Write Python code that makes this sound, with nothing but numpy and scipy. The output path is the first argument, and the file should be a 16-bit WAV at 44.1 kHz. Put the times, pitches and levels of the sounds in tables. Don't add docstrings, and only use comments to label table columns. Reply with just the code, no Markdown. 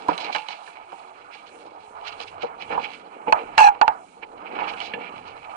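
import sys
import numpy as np
from scipy import signal
from scipy.fft import rfft, irfft
from scipy.io import wavfile
from scipy.ndimage import uniform_filter1d

SR = 44100
rng = np.random.default_rng(int(sys.argv[2]) if len(sys.argv) > 2 else 0)


def waveform_to_disk(signal):
    frames = np.transpose(np.atleast_2d(signal))
    scaled = np.clip(frames, -1, 1) * 32767
    samples = np.round(scaled).astype(np.int16)
    wavfile.write(sys.argv[1], SR, samples)


N = 245195
LAG_S = 0.00039

# t/s, blow level/dB, then thud, body, clack, tick re blow/dB,
# base ring T60/s (limited on use), base contact/s, favoured modes f/Hz (none or several)
BLOWS = [(0.074, -36, 3, -8, -13, -12, 0.086, 0.01),
         (0.085, 2.5, -6, -17, -34, -36, 0.045, 0.0063, 964, 305, 540),
         (0.107, -16, -6, -3, -18, -22, 0.12, 0.0073),
         (0.13, -26, -5, -11, 1.5, -9, 0.047, 0.0028, 2300, 3000, 4000),
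         (0.152, -34, -10, -8, 2, -8, .05, .003),
         (0.178, -30, -29, -16, 11, 12, .08, 0.002, 2240, 3000, 4000),
         (0.204, -22, -7, -17, 0, -3, 0.039, 0.004, 4000),
         (0.244, -28, -10, -6, 7, 3, 0.09, 0.003, 2340, 4000), (0.282, -33, -12, -8, -6, -10, 0.1, 0.0039),
         (0.326, -30, -22, -7, 14, 6, 0.093, 0.004, 2340, 4000),
         (0.348, -15, -17.5, -1.5, -0.5, -8, 0.16, .002, 2340, 3000, 4000),
         (0.361, -18, -25, -1, 5, 0, .07, 0.0021, 2340, 2760), (0.382, -25, -26, -10, 8, -2, 0.053, 0.0033),
         (0.418, -36.5, -6, -11, 10, 0, 0.087, 0.0049),
         (0.485, -23.5, -15, -9, 5, 0.5, 0.08, 0.002, 3000, 4000),
         (0.506, -27, -24, -4, 2, 0, .044, 0.003, 4000), (0.529, -48, -16, -16, 24.5, 15, 0.07, 0.0034),
         (0.611, -32, -24, -22, -28, -26, 0.12, .0075), (0.675, -37, -4.5, 7.5, -2, -40, 0.092, 0.0032),
         (0.92, -26, -15.5, -26, -13, -22, 0.15, .003), (1.35, -32.5, -10.5, -7, -11, -4, 0.063, 0.0028),
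         (1.489, -45, -8, 6, 1, 4, .091, 0.0053), (1.83, -34, -2.5, -1, -20, -23, 0.042, 0.0069),
         (2.066, -35, -19, 5, -13, -19, 0.052, .0044),
         (2.202, -23, -17, -6, -1.5, -1, 0.06, 0.0015, 3000, 4000),
         (2.322, -36, -6, -27, -23, -35, .1, 0.0062),
         (2.431, -16, 2, -7, -20, -30, 0.08, 0.006, 470, 780, 1270),
         (2.489, -28, -8, -39, -36, -32, 0.067, 0.0058, 670),
         (2.699, -19, -9.5, -16, -31, -28, 0.13, 0.0056), (2.719, -19.5, -11, -4, -10, -39, 0.39, 0.0035),
         (2.751, -21.5, -10.5, -12, -14, -31, 0.17, 0.0032), (2.776, -5, -19, -32, -36, -41, 0.054, 0.0039),
         (2.794, -22.5, -13, -24, -8, -26, 0.11, 0.0037), (2.819, -34, -4, -15, 7, -12, 0.065, 0.0064),
         (2.842, -36.5, -11, -14, 11, -2, 0.18, 0.0059), (3.264, -16, -10.5, -23, -32, -50, 0.12, 0.0077),
         (3.278, -14, -6, -16, -22, -50, 0.1, 0.004, 620, 870), (3.293, -20, -2, -14, -30, -50, .08, .004),
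         (3.324, 5, -28, -5, -5, -13, .05, 0.003, 900, 1450, 2450, 4400),
         (3.344, -13.5, -13, -29, -37, -40, 0.065, 0.0057), (3.359, -23, -25, -14, -22, -49, .06, .005),
         (3.388, -27, -27, -20, -18, -50, 0.075, 0.0041), (3.579, -2.5, -28, 0.5, -1, -1.5, 0.051, 0.0014),
         (3.587, -2, -33, -9.5, -2.5, -20, 0.072, 0.0042, 2760),
         (3.604, 0.5, -22, -27, -6.5, -22, 0.058, 0.0051, 1000, 2850),
         (3.638, -7.5, -24, -20, -25, -8.5, 0.071, 0.0056), (3.661, -13, -26, -3, -15, -34, 0.21, 0.014),
         (3.685, -5, -44, -10, -20, -33, 0.05, 0.003, 850), (3.749, -27, -31, -12, -22, -38, .14, 0.0037),
         (3.813, 3.5, -33, -3, -9, -16, 0.065, 0.0035, 900, 1450, 2370, 2740, 4300),
         (3.826, -7, -26, -14, -46, -46, 0.1, 0.005, 945, 1720),
         (3.878, 2.5, -28, -2, -8, -23, 0.045, 0.0035, 880, 1450, 2360, 2740),
         (3.894, -12, -25, -14, -24, -52, 0.07, 0.007, 850),
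         (4.033, -39, -18, -14, -17, -22, 0.062, 0.0027), (4.225, -29, -9, -5, -25, -33, 0.12, 0.0047),
         (4.519, -32, 3, -11, -21, -34.5, .048, 0.0047), (4.588, -16, -26, -10, -9, -39, 0.16, .0027),
         (4.609, -23.5, -31, -21, -37, -42, 0.33, 0.0046), (4.669, -23, -17, -9, -3, -26, 0.13, 0.0085),
         (4.699, -30, -3, -13, 3, -6, 0.1, 0.0071), (4.735, -26.5, -15, -1, 1, -10, .11, 0.0045),
         (4.802, -26, -27, -21, 11.5, 2, 0.068, 0.0034, 2950, 4400),
         (4.834, -38, -20, -15, 10, 4, .06, .003, 2300, 4000),
         (4.858, -42, -20, -15, 8, 12, .06, .003, 4400),
         (4.936, -28, -2, 4, 10, -18, 0.16, 0.002, 1745, 2360, 2740),
         (4.955, -33, 0, -6, -8, -34, .15, .004, 470), (4.977, -32, -1.5, -8, -20, -34, .17, 0.0039),
         (5.065, -36, -25, -3, 6, -28, 0.091, .007)]
# f/Hz, level/dB, share of the ring time
HULL_MODES = [(175, -9, 1.2), (305, -7, 1.1), (462, -2, .9), (485, -1, 1.1), (570, -1, .9), (670, -10, .8),
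              (740, -8, .9), (772, -4, 1.2), (821, 0, 1.4), (867, 0, 1.3), (940, -3, 1.1), (980, -6, .9),
              (1050, -7, .8), (1175, -9, .7), (1270, -3, .55), (1410, -2, .55), (1470, -1, .5),
              (1640, -1, .5), (1745, -1, .5), (2240, -2, .4), (2340, -2, .4), (2490, 0, .4), (2620, -2, .4),
              (2760, -1, .4), (3000, -2, .35), (3350, -8, .35), (4000, 0, .3), (4400, -1, .28),
              (5100, -5, .22), (6170, -9, .2), (7700, -24, .15)]
# f/Hz, spectral level/dB
HULL_COLOUR = [(76, -51), (130, -14.5), (190, -8), (304, -6), (354, -5), (439, -0.5), (564, -3.5), (856, 5),
               (1100, -6), (1220, -2), (1610, -11), (1840, -11), (2100, -5), (2330, -3.5), (2600, -9),
               (2940, -8), (3650, -21), (3970, -15), (7000, -22.5), (9100, -83), (15400, -120)]
# f/Hz, gain/dB
LEFT_SHADOW = [(60, 13), (110, -9), (200, 2.5), (380, -1), (700, -3), (1290, -13.5), (2380, -11.5),
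               (4400, -14.5), (8120, -16), (15000, -16)]


def undb(db):
    return np.exp(np.asarray(db) * (np.log(10) / 20))


def unit(x):
    return x / np.sqrt(np.mean(x ** 2))


def columns(table):
    s, *cols = np.transpose(table)
    return [np.interp(np.arange(N) / SR, s, c) for c in cols]


def read(points, hz):
    point_hz, value = np.array(points)[:, :2].T
    return np.interp(np.log(hz), np.log(point_hz), value)


def on_bins(points):
    return read(points, np.fft.rfftfreq(N, 1 / SR) + 1)


def walk(rate_hz):
    k = int(SR / rate_hz)
    held = np.repeat(rng.standard_normal(N // k + 1), k)
    return 1.268 * uniform_filter1d(uniform_filter1d(held, k), k)[:N]


def grainy(rate_hz, scatter_db, grain_db):
    size = np.minimum(rng.exponential(size=N), 3.5)
    falls = rng.random(N) < rate_hz / SR
    drops = falls * undb(scatter_db * size) * rng.standard_normal(N)
    return rng.standard_normal(N) + undb(grain_db) * unit(drops)


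def ports(make):
    # f/Hz, amplitude share heard by both ports, squared
    shared_power = [(30, 0.85), (200, 0.55), (500, 0.43), (1000, 0.86), (2500, 0.074), (4000, 0.035),
                    (9000, 0.051)]
    right, other = rfft(make()), rfft(make())
    share = np.sqrt(np.clip(on_bins(shared_power), 0, 1))
    late = np.exp(-2j * np.pi * np.fft.rfftfreq(N, 1 / SR) * LAG_S)
    left = undb(on_bins(LEFT_SHADOW)) * (share * late * right + np.sqrt(1 - share ** 2) * other)
    return np.array([left, right])


def band(pair, colour, lo_hz, hi_hz):
    hz = np.fft.rfftfreq(N, 1 / SR) + 1
    edges = np.sqrt((1 + (lo_hz / hz) ** 12) * (1 + (hz / hi_hz) ** 12))
    out = irfft(pair * undb(on_bins(colour)) / edges, N)
    return out / np.std(out.mean(0))


def hull_ring(floor_db):
    ring_t60_s = 0.12
    hz = np.fft.rfftfreq(N, 1 / SR)
    mode_hz, _, share = np.transpose(HULL_MODES)
    half_width_hz = np.log(1000) / (2 * np.pi * ring_t60_s * share)
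    peaks = sum(w * w / (w * w + (hz - f) ** 2) for f, w in zip(mode_hz, half_width_hz))
    return np.sqrt(undb(2 * floor_db) + peaks)


def tails(offset_db, t60_s):
    kicks = np.zeros(N)
    s, db = np.transpose([row[:2] for row in BLOWS])
    kicks[(s * SR).astype(int)] = undb(2 * (db + offset_db))
    decay = 1e-6 ** (1 / (t60_s * SR))
    return signal.lfilter([1], [1, -decay], kicks)


def wind():
    # t/s, level/dB
    buffet = [(0.0, -63), (0.18, -93), (0.73, -84), (0.88, -74), (1.81, -66.5), (2.42, -64), (2.62, -67.5),
              (2.71, -60), (3.11, -71), (3.33, -70), (3.47, -56), (3.79, -69), (3.93, -70.5), (4.29, -71),
              (4.72, -66), (4.78, -66), (5.17, -66), (5.56, -69)]
    # f/Hz, spectral level/dB
    gust_colour = [(8.8, -53.5), (15, -11.5), (59, -24), (92, 0.5), (145, -4), (160, 11), (210, -27),
                   (350, -120)]
    # t/s, level/dB
    spray = [(0, -64), (.37, -63), (.59, -70), (1.38, -68), (1.78, -72), (2.14, -69), (2.8, -69),
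             (3.38, -72), (3.53, -70), (4.45, -73), (4.71, -68), (5.19, -73), (5.56, -68)]
    # t/s, f/Hz, level/dB
    rigging = [(0.78, 370, -90), (0.88, 372, -62), (1.12, 380, -63), (1.3, 380, -90), (1.72, 420, -90),
               (1.85, 425, -59), (2.4, 430, -58), (2.5, 430, -90)]
    jolt_db, jolt_t60_s = -46.5, 0.094

    buffet_db = columns(buffet)[0] + 3.5 * walk(9)
    gusts = np.sqrt(undb(2 * buffet_db) + tails(jolt_db, jolt_t60_s))
    rumble = band(ports(lambda: rng.standard_normal(N)), gust_colour, 11, 131) * gusts

    hiss_colour = [(6000, 0), (8000, 0), (9600, 3)]
    hiss = band(ports(lambda: rng.standard_normal(N)), hiss_colour, 5800, 9800)
    hiss = hiss * undb(columns(spray)[0] + 3.2 * walk(14))

    hum_hz, hum_db = columns(rigging)
    phase = 2 * np.pi * np.cumsum(hum_hz + 10 * walk(25)) / SR
    return rumble + hiss + undb(hum_db + 5 * walk(25)) * np.sin(phase)


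def water():
    # t/s, wash level/dB, low swash level/dB
    along_hull = [(0.0, -46.5, -51), (0.29, -40.5, -47.5), (0.42, -48, -60), (0.6, -48.5, -60),
                  (1.15, -53, -59), (1.72, -53, -56.5), (2.04, -46.5, -56), (2.65, -46.5, -49),
                  (2.96, -54.5, -53), (3.14, -49.5, -52), (3.45, -48, -45), (3.64, -47, -58.5),
                  (3.76, -53, -49.5), (3.96, -53.5, -56), (4.26, -58.5, -55), (4.43, -47.5, -50),
                  (4.61, -35, -41), (4.77, -44.5, -52), (5.17, -45.5, -49), (5.39, -49, -54),
                  (5.56, -47.5, -59)]
    # t/s, level/dB
    deep_slap = [(0, -59), (.29, -63), (.46, -74), (.71, -75), (1.13, -70), (2.15, -70), (2.5, -66),
                 (2.69, -58), (2.85, -60), (3.16, -63), (3.45, -55), (4.07, -65), (4.65, -54), (4.8, -58),
                 (5.0, -53), (5.16, -56), (5.42, -66), (5.56, -68)]
    # low f/Hz, high f/Hz, re wash/dB
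    wash_bands = [(620, 1100, -1.5), (1100, 1590, -5.5)]
    tail_db, tail_t60_s = -32, 0.28

    wash_db, swash_db = columns(along_hull)
    slop_db = walk(25)
    ring = hull_ring(-3)
    stirred = np.sqrt(undb(2 * wash_db) + tails(tail_db, tail_t60_s))
    drops = ports(lambda: grainy(300, 2.8, -14.0)) * ring
    wash = 0
    for lo_hz, hi_hz, db in wash_bands:
        flicker_db = 1.7 * walk(12) + 2.8 * walk(45)
        wash = wash + band(drops, HULL_COLOUR, lo_hz, hi_hz) * undb(db + slop_db + flicker_db)

    low = ports(lambda: grainy(80, 3.5, -4.)) * ring
    swash = band(low, HULL_COLOUR, 280, 620) * undb(swash_db + slop_db + 2.5 * walk(15))
    slap = band(low, HULL_COLOUR, 130, 280) * undb(columns(deep_slap)[0] + 2.5 * walk(12))
    return wash * stirred + swash + slap


def rubbing():
    # peak t/s, scuff, grit, rustle level/dB, length/s
    rubs = [(.1, -42, -47, -49, .066), (.134, -45, -46, -48, .028), (.185, -46, -44, -42, .02),
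            (.207, -43, -44, -41, .03), (.247, -44, -47, -42, .063), (.33, -40, -44, -41, .025),
            (.362, -37, -41, -38, .05), (.517, -45, -47, -46, .082), (1.22, -58, -58, -66, .03),
            (1.357, -52, -55, -56, .1), (1.48, -58, -56, -55, .042), (1.85, -58, -60, -64, .053),
            (2.079, -48, -44, -48, .049), (2.127, -47, -47, -53, .018), (2.205, -49, -48, -48, .057),
            (2.281, -44, -45, -46, .041), (2.427, -45, -46, -47, .037), (2.617, -46, -48, -52, .05),
            (2.729, -39, -44, -54, .088), (2.819, -43, -43, -44, .03), (2.845, -43, -45, -51, .11),
            (2.941, -48, -50, -54, .079), (3.283, -38, -48, -62, .025), (3.396, -44, -50, -62, .089),
            (3.75, -49, -55, -69, .029), (4.234, -39, -45, -72, .02), (4.474, -50, -53, -72, .1),
            (4.604, -40, -46, -62, .16), (4.705, -45, -47, -51, .06), (4.815, -45, -44, -45, .05),
            (4.855, -48, -47, -41, .04), (4.904, -51, -53, -59, .036), (5.011, -43, -48, -61, .04),
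            (5.068, -44, -50, -72, .12), (5.285, -50, -53, -60, .1)]
    # t/s, scuff, grit, rustle level/dB
    patter = [(0, -56, -63, -62), (.12, -56, -63, -62), (.29, -52, -54, -57), (.57, -57, -64, -66),
              (1.1, -60, -69, -69), (1.86, -66, -74, -71), (2.18, -60, -64, -68), (2.58, -63, -70, -71),
              (2.8, -55, -60, -66), (3.02, -62, -70, -74), (3.4, -56, -64, -73), (3.72, -55, -65, -72),
              (3.96, -69, -74, -74), (4.3, -70, -74, -75), (4.44, -63, -69, -74), (4.65, -52, -55, -68),
              (4.78, -53, -55, -62), (5.06, -53, -58, -74), (5.3, -57, -64, -71), (5.56, -59, -66, -68)]
    # f/Hz, spectral level/dB
    rustle_colour = [(3000, 6), (3650, 3.5), (4200, 3.5), (5200, -4), (5700, -11), (6200, -9), (8000, -24),
                     (10000, -24)]
    rise_db, fade_db = 27, 22

    s, *levels_db, length_s = np.transpose(rubs)[:, :, None]
    t = np.arange(0, N, 64) / SR
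    swell_db = np.minimum(rise_db * (t - s), fade_db * (s - t)) / length_s
    catch_db = 2.5 * walk(70)
    grains = ports(lambda: grainy(400, 3., -5.)) * hull_ring(-8)
    bands = [(HULL_COLOUR, 1500, 2650), (HULL_COLOUR, 2650, 3500), (rustle_colour, 3500, 18000)]
    out = 0
    for db, steady_db, (colour, lo_hz, hi_hz) in zip(levels_db, columns(patter), bands):
        steady = undb(2 * (steady_db + 2.5 * walk(12)))
        rub_power = undb(2 * (db + swell_db)).sum(0)
        power = np.interp(np.arange(N) / SR, t, rub_power) + steady
        gain = np.sqrt(power) * undb(catch_db + 2.2 * walk(60))
        out = out + band(grains, colour, lo_hz, hi_hz) * gain
    return out


def judder():
    # t/s, rasp level/dB, hull tone f/Hz, level/dB,
    # overtone f/Hz, level/dB, squeak f/Hz, level/dB
    grip = [(3.575, -40, 890, -30, 1640, -55, 2769, -51), (3.581, -23, 875.5, -5, 1693, -19.5, 2754, -17),
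            (3.612, -22, 873.5, -5, 1623, -22, 2697, -20),
            (3.645, -26, 822.4, -3, 1730, -22.5, 2480, -22.5),
            (3.678, -28, 821, -3.5, 1590, -26, 2383, -24), (3.689, -32, 830, -6, 1600, -30, 2330, -28),
            (3.70, -47, 831, -11.5, 1680, -51, 2270, -47), (3.708, -65, 819.3, -17.5, 1710, -56, 2350, -51),
            (3.735, -81, 783, -29, 1726, -79, 2320, -75), (3.75, -89, 820, -56, 1695, -72, 2300, -76)]
    # t/s, depth/dB, half width/s
    slips = [(3.603, 14, .003), (3.637, 16, .003), (3.661, 7, .002), (3.683, 16, .003), (3.694, 9, .002)]
    # f/Hz, spectral level/dB
    rasp_colour = [(300, -31), (600, -12), (1000, 5.5), (1900, -6), (2700, 5.5), (3700, -28.5), (4300, -17),
                   (6000, -11), (10000, -18.5)]
    # multiple, level/dB
    odd = [(5, -26), (7, -33)]

    t = np.arange(N) / SR
    rasp_db, *tones = columns(grip)
    tones[1] = tones[1] - sum(db * np.exp(-((t - s) / w) ** 2) for s, db, w in slips)
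    grit = ports(lambda: grainy(900, 2.1, -1.8)) * hull_ring(-8)
    out = band(grit, rasp_colour, 300, 15000) * undb(rasp_db + 0.91 * walk(200))

    # pitch waver share, roughness/dB, left gain/dB
    settings = [(.009, .8, -6.), (.014, 3.5, 1.5), (.018, 3., -10.)]
    for i, (waver, rough_db, left_db) in enumerate(settings):
        hz, db = tones[2 * i], tones[2 * i + 1]
        phase = 2 * np.pi * np.cumsum(hz * (1 + waver * walk(250))) / SR
        gain = np.sqrt(2) * undb(db + rough_db * walk(150))
        left_phase = phase - 2 * np.pi * hz * LAG_S + .25 * walk(60) + .15
        out += gain * np.array([undb(left_db) * np.sin(left_phase), np.sin(phase)])
        if i == 0:
            overtones = sum(undb(odd_db + 2.5 * walk(150)) * np.sin(round(k) * phase + .8 * walk(300))
                            for k, odd_db in odd)
            out += gain ** 3 * overtones * undb([[read(LEFT_SHADOW, 4400)], [0]])
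    return out * ((t > grip[0][0]) & (t < grip[-1][0]))


def crack_filter(modes):
    edges_hz = [.85 * modes[:, 0].min(), 1.15 * modes[:, 0].max()]
    return np.vstack([signal.butter(4, edges_hz, "bandpass", fs=SR, output="sos"),
                      signal.butter(2, 5500, fs=SR, output="sos")])


def strike(modes, sos, t60_s, push_s, crack_db, spot_hz):
    # f/Hz, gain/dB
    clamp_left = [(60, -5.5), (110, -3.5), (200, -41.5), (380, 14), (700, -7.5), (1290, -10), (2380, -10.5),
                  (4400, -20), (8120, -21), (15000, -20.5)]
    spot_db, spot_share = 12, .045

    hz, db, share = np.transpose(modes)
    length_s = min(.2, push_s + t60_s * share.max())
    t = np.arange(int(length_s * SR)) / SR
    lift = np.max([np.exp(-(np.log(hz / f) / spot_share) ** 2) for f in [1, *spot_hz]], axis=0)
    db = db + spot_db * lift
    detune, turn, strength, left_turn = rng.standard_normal((4, len(modes)))
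    decay = np.log(1000) / (t60_s * share)
    rings = np.exp(np.outer(2j * np.pi * hz * (1 + 0.0096 * detune) - decay, t))
    right = undb(db + 2.5 * strength) * np.exp(.6j * turn)
    left_shift = np.exp(.9j * left_turn - 2j * np.pi * hz * LAG_S)
    left = right * undb(read(clamp_left, hz)) * left_shift
    swell = np.sin(np.pi / 2 * np.minimum(t / push_s, 1)) ** 2
    ring = (np.array([left, right]) @ rings).imag
    power = np.abs(right) ** 2

    expected = np.sum(power @ np.abs(rings) ** 2 * swell ** 2 / 2)
    beat = np.sum((ring[1] * swell) ** 2) / expected

    noise = rng.standard_normal(len(t))
    fade = np.exp(-np.log(1000) * t / (.8 * t60_s * share.mean()))
    crack = undb(crack_db) * unit(signal.sosfilt(sos, noise)) * fade
    crack = crack * undb([[read(clamp_left, hz.mean())], [0]])
    return (ring / np.sqrt(beat * power.sum()) + crack) * swell


def knocks():
    family_edges = [0, 620, 1220, 2000, 3600, 9000]
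    # swell as a share of contact time, crack level/dB
    cracks = [(1.7, -16), (1, -15), (.8, -19), (.7, -15), (.6, -11)]
    lean = undb([[-1], [1]])

    out = np.zeros((2, N + SR))
    modes = np.array(HULL_MODES)
    family_index = np.digitize(modes[:, 0], family_edges)
    families = [modes[family_index == k] for k in range(1, 6)]
    filters = [crack_filter(family) for family in families]
    for s, db, thud_db, body_db, clack_db, tick_db, t60_s, contact_s, *spot_hz in BLOWS:
        t60_s = np.clip(t60_s, .015, .3)
        contact_s = np.clip(contact_s, .0005, .02)
        i = int(s * SR)
        levels_db = (thud_db, 0, body_db, clack_db, tick_db)
        for family, sos, family_db, (push, crack_db) in zip(families, filters, levels_db, cracks):
            blow = strike(family, sos, t60_s, push * contact_s, crack_db, spot_hz)
            out[:, i:i + blow.shape[1]] += blow * undb(db + family_db) * lean
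    return out[:, :N]


def scene():
    return wind() + water() + rubbing() + judder() + knocks()


def record(dry):
    capsule_hz, top_hz = 9800, 16000
    ceiling, knee, leak_db = .9, 3.5, -6.
    cut = signal.ellip(8, .3, 50, capsule_hz, fs=SR, output="sos")
    heard = signal.sosfiltfilt(cut, dry)
    rounded = heard / (1 + np.abs(heard / ceiling) ** knee) ** (1 / knee)
    highpass = signal.butter(2, 150, "highpass", fs=SR, output="sos")
    overtones = signal.sosfiltfilt(highpass, rounded - heard)
    kept = signal.sosfiltfilt(cut, overtones)
    mixed = heard + kept + undb(leak_db) * (overtones - kept)
    return signal.sosfilt(signal.ellip(8, .2, 70, top_hz, fs=SR, output="sos"), mixed)


dry = scene()
out = record(dry)
waveform_to_disk(out)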